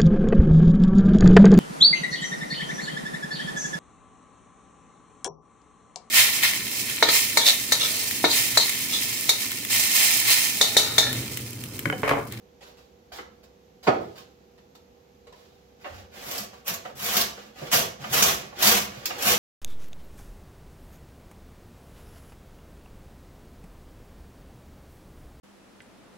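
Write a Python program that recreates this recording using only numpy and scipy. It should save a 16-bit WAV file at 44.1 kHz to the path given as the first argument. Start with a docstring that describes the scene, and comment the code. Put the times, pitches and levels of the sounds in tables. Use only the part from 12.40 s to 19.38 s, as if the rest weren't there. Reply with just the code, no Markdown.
"""A small woodshop, heard from a phone's two microphones a couple of metres off the bench: mostly room.
A woodworker steps up, picks up a drawknife with a knock and pulls seven strokes along a clamped board.
Each stroke is a dense run of tearing fibres with a few sharp splits, and the board drums under it.
Between strokes the blade slides back and is set down with a clack. A fan rushes and hums throughout."""
import sys
import numpy as np
from scipy import signal
from scipy.fft import rfft, irfft
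from scipy.io import wavfile

SR = 44100
rng = np.random.default_rng(int(sys.argv[2]) if len(sys.argv) > 2 else 0)


def inscribe(sig):
    """Save sig as 16-bit PCM at rate SR to the path in sys.argv[1].

    A 1-D sig is mono; a 2-D sig holds one channel per row.
    Samples are clipped to [-1, 1] before scaling.
    """
    pcm = np.round(np.clip(np.atleast_2d(sig).T, -1, 1) * 32767)
    wavfile.write(sys.argv[1], SR, pcm.astype(np.int16))


N = 307818
T = np.arange(N) / SR

# Levels are relative within each table; the functions set the balance.
# pulls of the knife: t/s, attack/s, hold/s, tearing level/dB, swell over the hold/dB, drumming level/dB
KNIFE_PULLS = [(3.737, .17, 0.084, -38, 1, -40.5), (4.252, 0.027, 0.016, -30, -2.5, -33.5),
               (4.557, 0.084, 0.16, -30.5, 5.5, -38), (5.31, .017, 0.042, -19, -1.5, -24.5),
               (5.7, 0.032, 0.16, -23, 0, -29), (6.192, 0.051, 0.12, -17.5, -5.5, -26),
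               (6.785, 0.095, 0.038, -21.5, 0, -27)]
# the blade rubs the wood between cuts: t/s, hold/s, level/dB, swell over the hold/dB
BLADE_SLIDES = [(3.382, .18, -50.5, 3.5), (3.702, 0.15, -45, 4.5), (4.098, 0.07, -50, -6),
                (4.419, 0.018, -42, -3.5), (4.935, .12, -45, -7), (5.138, 0.1, -43, 5),
                (5.577, 0.11, -39, -1.5), (5.965, .1, -39, -12.5), (6.133, 0.037, -39.5, 9.5),
                (6.484, 0.14, -44, -0.5), (6.667, .13, -41.5, 9)]
# the shaving splits ahead of the edge: t/s, level/dB
SHAVING_SPLITS = [(3.912, -26.5), (3.98, -24.5), (4.2798, -22), (4.3383, -22), (4.733, -25), (4.7682, -9.5),
                  (4.8122, -13.5), (5.3265, -17), (5.8247, -7), (6.2255, -11.5), (6.2716, -9),
                  (6.6565, -16), (6.8237, -17)]
# light clacks on the wood, most from setting the blade down: t/s, level/dB, treble cutoff/Hz
BLADE_TAPS = [(0.719, -56, 3970), (0.786, -37, 1750), (3.444, -39, 2020), (3.457, -37, 1440),
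              (4.13, -49, 1180), (4.452, -41, 1810), (4.497, -43.5, 700), (4.975, -41, 1210),
              (5.218, -33, 700), (5.64, -37, 2200), (6.125, -44.5, 1500), (6.703, -36, 3240)]
# the tool knocks on the bench top: t/s, level/dB
BENCH_KNOCKS = [(1.468, -14), (1.474, -8)]
# weight shifts onto the floor, the board rocks in the vice: t/s, level/dB, f/Hz
LOW_BUMPS = [(3.497, -38, 81), (4.53, -43.5, 130), (5.211, -42.5, 141), (5.328, -35, 160),
             (5.595, -39, 138), (5.698, -34.5, 134.5), (6.281, -43, 125), (6.559, -46, 118)]
# shoes land and scuff on the mat: t/s, level/dB, fade/s, treble cutoff/Hz
FOOTFALLS = [(0.208, -41.5, .05, 2600), (0.719, -24.5, 0.0045, 1190), (0.759, -45, 0.0085, 1186),
             (2.179, -42, 0.0097, 2070), (2.869, -36.5, 0.0085, 2120), (2.924, -33, 0.0077, 1880)]
# light scrapes of shoes and tool: t/s, level/dB, fade/s
LIGHT_SCRAPES = [(0.222, -53.5, 0.043), (0.265, -53, 0.033), (0.37, -59, 0.057), (0.721, -43, 0.038),
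                 (0.76, -43, 0.023), (1.031, -48, 0.0074), (1.428, -44.5, 0.07), (1.60, -57.5, 0.15),
                 (1.755, -51, 0.045), (1.778, -46, 0.025), (2.35, -49, 0.0069), (2.955, -60.5, 0.18)]

# modes of the clamped board and of the bench top: f/Hz, width/Hz, level/dB
BOARD_MODES = [(63, 8.3, -3), (125, 110, -4.5), (170, 30, -1.5), (204.1, 10.4, 6), (388.6, 29, -2),
               (498.5, 51, 0), (610, 119, 1), (682.3, 59, 4), (836, 34, -6.5), (1142.5, 132, 4.5),
               (1166, 120, 3), (1603, 40, -11.5), (2620, 390, -21)]
BENCH_MODES = [(125, 35, 2), (198, 23, 2), (241.8, 15, 5.5), (338, 42, 2), (457, 80, 3), (536, 77, 5.5),
               (690, 64, 5.5), (770, 47, 7.5), (1010, 430, -10.5), (1280, 92, 0), (2100, 63, -33)]
# spectrum of each source: f/Hz, level/dB
TEAR_SPECTRUM = [(50, -2.5), (300, -14.5), (900, 4), (1800, 2), (3200, 3.5), (4600, -1.5), (5900, 0.5),
                 (7500, -5), (10000, -5.5), (12500, -3.5), (16000, -5)]  # fibres tearing
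SNAP_SPECTRUM = [(100, -11.5), (900, -3), (2500, 1), (4300, 2.5), (6500, 2.5), (9000, -8), (12500, -1.5),
                 (16000, 1.5)]  # the shaving splitting
BLADE_SPECTRUM = [(80, 3), (300, -2.5), (600, 3.5), (1500, -0.5), (3000, -2.5), (6500, -11), (9000, -20.5),
                  (16000, -19)]  # steel rubbing or tapping wood
KNOCK_SPECTRUM = [(60, -11), (120, -9), (350, 16.5), (800, -2), (1400, 2), (3000, -8.5), (6000, -23.5),
                  (9000, -38), (16000, -59)]  # the blow on the bench
SHOE_SPECTRUM = [(60, 2), (250, -30), (500, 0), (1500, -11.5), (4000, -6.5), (16000, -3)]  # soles on the mat
SCRAPE_SPECTRUM = [(100, -15), (700, 7.5), (2000, -0.5), (4000, 0.5), (7000, -8.5), (9000, -15),
                   (16000, -14.5)]  # shoes and tool scraping
FAN_SPECTRUM = [(40, -5.5), (65, 8), (110, -3.5), (200, 0.5), (300, -6.5), (400, -3.5), (560, -9),
                (750, -8), (1000, -15.5), (1600, -20), (2500, -20.5), (6500, -28), (9000, -42),
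                (13000, -36), (16000, -42)]  # rushing air
# mains hum and fan tones: f/Hz, level/dB
HUM_TONES = [(242.2, -74.5), (387.6, -71.5), (479.1, -63.5), (511.4, -69.5), (786.0, -77.5)]

# reverberation of the shop: f/Hz, t60/s
SHOP_DECAY = [(80, 0.9), (250, 0.57), (800, 0.44), (2500, 0.38), (6000, 0.36), (10000, 0.22), (16000, 0.16)]
# how alike reflected sound is at the two microphone ports: f/Hz, correlation
PORT_CORRELATION = [(60, 0.96), (120, 0.89), (200, 1), (350, 0.38), (700, -0.26), (1300, -0.27),
                    (2500, 0.091)]
# response of each microphone port: f/Hz, level/dB
LEFT_MIC = [(60, -4), (400, -1.5), (1300, -2), (3000, -1), (6000, -1), (7600, 2), (9000, 3), (12000, 7),
            (15500, 5)]
RIGHT_MIC = [(60, -5.5), (400, 2), (2500, -0.5), (5500, 3.5), (7600, 5), (8500, -5), (10500, -6.5),
             (12300, 8), (15500, -3.5)]


def cutting(tear_db=2, drum_db=-1, drum_follow=0.79, grain_db=2, grain_per_s=110):
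    """The edge tears fibres in uneven runs; the same jerks drum the board."""
    tear, drum = np.zeros(N), np.zeros(N)
    for s, attack_s, hold_s, db, swell_db, board_db in KNIFE_PULLS:
        pull = gesture(s, attack_s, hold_s, swell_db)
        tear += amp(db) * pull
        drum += amp(board_db) * pull ** drum_follow  # drumming varies less than the pull
    fine = unit(fibres(per_s=5000, spread_db=4) * amp(grain_db * walk(grain_per_s)))
    bundles = .45 * fibres(per_s=70, spread_db=2.5)  # now and then many fibres break at once
    jerks = unit(fine + bundles)
    drag = unit(fibres(per_s=1000, spread_db=1.5) + jerks)
    tearing = radiate(jerks * tear, colour(TEAR_SPECTRUM))
    drumming = radiate(drag * drum, resonances(BOARD_MODES))
    return amp(tear_db) * tearing + amp(drum_db) * drumming


def splitting(split_db=10, snap_s=0.00045, run_s=0.004, run_db=-14):
    """The shaving snaps, then the crack runs a little way along the grain."""
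    force = np.zeros(N)
    for s, db in SHAVING_SPLITS:
        add(force, s, amp(db + split_db) * (burst(snap_s) + amp(run_db) * burst(run_s)))
    return radiate(force, colour(SNAP_SPECTRUM))


def sliding(rub_db=-1, drum_db=-7, attack_s=0.033):
    """The blade rubs lightly on its way back and stirs the board."""
    pressure = sum(amp(db) * gesture(s, attack_s, hold_s, swell_db)
                   for s, hold_s, db, swell_db in BLADE_SLIDES)
    friction = fibres(per_s=6300, spread_db=5) * pressure
    rubbing = radiate(friction, colour(BLADE_SPECTRUM))
    return amp(rub_db) * rubbing + amp(drum_db) * radiate(friction, resonances(BOARD_MODES))


def tapping(tap_db=9, ring_db=-2, low_cut_hz=380):
    """Steel lands on wood, clacks and rings the board."""
    force = np.zeros(N)
    for s, db, hz in BLADE_TAPS:
        add(force, s, amp(db + tap_db) * soften(burst(fade_s=.006), hz))
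    force = low_cut(force, low_cut_hz, order=2)  # too light to move the low modes
    clack = 2 * radiate(force, colour(BLADE_SPECTRUM))
    return clack + amp(ring_db) * radiate(force, resonances(BOARD_MODES))


def knocking(ring_db=3, rattle_s=0.0069):
    """A heavy, rattling blow in two contacts rings the well-damped bench top."""
    force = np.zeros(N)
    for s, db in BENCH_KNOCKS:
        add(force, s, amp(db) * burst(rattle_s))
    crack = radiate(force, colour(KNOCK_SPECTRUM))
    return crack + amp(ring_db) * radiate(force, resonances(BENCH_MODES))


def bumping(bump_db=4, rise_s=.011):
    """Weight shifts and the board rocks: low thumps that swell and die within a few cycles."""
    thumps, t = np.zeros(N), T[:SR // 2]
    swell = t / rise_s * np.exp(1 - t / rise_s)
    for s, db, hz in LOW_BUMPS:
        add(thumps, s, amp(db + bump_db) * swell * np.sin(2 * np.pi * hz * t))
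    return thumps


def footwork(step_db=7, scrape_db=4):
    """Footfalls on the mat and gritty scrapes while the tool is fetched."""
    steps, scrapes = np.zeros(N), np.zeros(N)
    for s, db, fade_s, hz in FOOTFALLS:
        add(steps, s, amp(db + step_db) * soften(burst(fade_s), hz))
    for s, db, fade_s in LIGHT_SCRAPES:
        add(scrapes, s, amp(db + scrape_db) * burst(fade_s))
    grit = fibres(per_s=6000, spread_db=3)
    return radiate(steps, colour(SHOE_SPECTRUM)) + radiate(scrapes * grit, colour(SCRAPE_SPECTRUM))


def fan(air_db=-56, wander_hz=0.73, waver_db=0.1, right_bias_db=3):
    """A steady rush of air from all sides, with faint wavering tones a little to the right."""
    spectra, hz = diffuse(N)
    air = unit(irfft(spectra * amp(across(FAN_SPECTRUM, hz)), N))
    hum = np.zeros(N)
    for tone_hz, db in HUM_TONES:
        gain = amp(db - waver_db * walk(per_s=5))
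        pitch_hz = tone_hz + wander_hz * walk(per_s=4.97)
        hum += gain * unit(np.sin(2 * np.pi * np.cumsum(pitch_hz) / SR))
    pan = amp(np.array([[-right_bias_db], [right_bias_db]]) / 2)
    return amp(air_db) * air + pan * hum


def shop(work, spots=5, spot_s=.03, direct_db=-8, room_db=-1.3, left_lag_samples=5):
    """Weak direct sound under the room; blade and body keep moving, so the reflections keep changing."""
    left = np.pad(work, (left_lag_samples, 0))[:N]
    at_mics = amp(direct_db) * np.array([left, work])
    for spot in range(spots):
        away = np.abs((T / spot_s - spot) % spots - spots / 2)
        share = work * np.sqrt(np.maximum(1 - away, 0))  # neighbouring spots hand over at equal power
        at_mics += amp(room_db) * np.array([through(share, side) for side in reflections()])
    return at_mics


def reflections(size=32768, early_db=4, early_s=0.01, gap_s=.001):
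    """Stereo room response for one spot: close reflections off bench and wall, then the tail."""
    spectra, hz = diffuse(size)
    t, tail = T[:size], 0
    for band_hz, t60 in SHOP_DECAY:
        band = across([(f, f == band_hz) for f, _ in SHOP_DECAY], hz)
        tail += irfft(spectra * band, size) * amp(-60 * t / t60)
    early_lift = 1 + amp(early_db) * np.exp(-t / early_s)
    return unit(tail * (t > gap_s) * early_lift) / np.sqrt(size)


def diffuse(size):
    """Spectra of sound from all sides at two close ports: alike in the bass, unrelated in the treble."""
    hz = np.fft.rfftfreq(size, 1 / SR)
    alike = across(PORT_CORRELATION, hz)
    mid, side = rfft(rng.standard_normal((2, size)))
    mid, side = mid * np.sqrt(1 + alike), side * np.sqrt(1 - alike)
    return np.array([mid + side, mid - side]) / np.sqrt(2), hz


def gesture(start_s, attack_s, hold_s, swell_db, bite_db=19, release_db_per_s=245):
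    """Gain along one movement: the blade sinks in, the pressure swells or sags, the hands ease off."""
    t = T - start_s
    touch = np.clip(1 + t / .01, 0, 1)  # fades in over the 10 ms before the start
    bite = np.clip(t / attack_s, 0, 1) - 1
    held = np.clip((t - attack_s) / hold_s, 0, 1)
    released_s = np.maximum(t - attack_s - hold_s, 0)
    return touch * amp(bite_db * bite + swell_db * held - release_db_per_s * released_s)


def fibres(per_s, spread_db):
    """Dense clicks of uneven size, one for each fibre that gives way."""
    breaks = rng.random(N) < per_s / SR
    size = amp(spread_db * np.minimum(rng.exponential(size=N), 4))
    return unit(breaks * size * rng.choice([-1, 1], N))


def burst(fade_s):
    """A contact: many tiny impacts that die away."""
    t = T[:SR // 2]
    return rng.standard_normal(len(t)) * np.exp(-t / fade_s)


def resonances(modes):
    """Impulse response of wood: one damped sine a mode, alternating in sign."""
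    t = T[:SR // 2]
    return sum((-1) ** k * amp(db) * width * np.exp(-np.pi * width * t) * np.sin(2 * np.pi * hz * t)
               for k, (hz, width, db) in enumerate(modes))


def colour(spectrum, size=4096):
    """Causal response with the given spectrum, from the folded cepstrum."""
    gain = amp(across(spectrum, np.fft.rfftfreq(size, 1 / SR)))
    cepstrum = irfft(np.log(gain))
    cepstrum[1:size // 2] *= 2
    cepstrum[size // 2 + 1:] = 0
    return irfft(np.exp(rfft(cepstrum)))


def radiate(force, response):
    """Pass a force through a response of unit energy."""
    return through(force, response / np.linalg.norm(response))


def through(x, response):
    """Convolve and keep the length of the scene."""
    return signal.fftconvolve(x, response)[:N]


def soften(x, hz):
    """A soft contact loses its treble."""
    return signal.sosfilt(signal.butter(2, hz, fs=SR, output="sos"), x)


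def low_cut(x, hz, order):
    """Roll off the bass."""
    return signal.sosfilt(signal.butter(order, hz, "highpass", fs=SR, output="sos"), x)


def walk(per_s):
    """Smooth random wander of spread near 1."""
    knots = rng.standard_normal(int(N / SR * per_s) + 2)
    return np.interp(T * per_s, np.arange(len(knots)), knots)


def across(points, hz):
    """Read a table of f/Hz, value on a log-frequency axis."""
    f, value = np.transpose(points)
    return np.interp(np.log(hz + 1), np.log(f), value)


def add(track, s, sound):
    """Mix a sound into the track at time s."""
    start = int(s * SR)
    track[start:start + len(sound)] += sound[:N - start]


def amp(db):
    """Decibels to gain."""
    return 10 ** (np.asarray(db) / 20)


def unit(x):
    """Scale to rms 1."""
    return x / np.sqrt(np.mean(x ** 2))


def scene():
    """The work at the bench, heard across the shop over the fan."""
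    work = cutting() + splitting() + sliding() + tapping() + knocking() + bumping() + footwork()
    return shop(work) + fan()


def record(dry, low_cut_hz=46, top_hz=15900):
    """Each microphone port of the phone has its own colour; rumble and the very top are cut."""
    heard = np.array([through(side, colour(mic)) for side, mic in zip(dry, (LEFT_MIC, RIGHT_MIC))])
    heard = low_cut(heard, low_cut_hz, order=5)
    return signal.sosfilt(signal.ellip(10, .2, 80, top_hz, fs=SR, output="sos"), heard)


dry = scene()
out = record(dry)
inscribe(out)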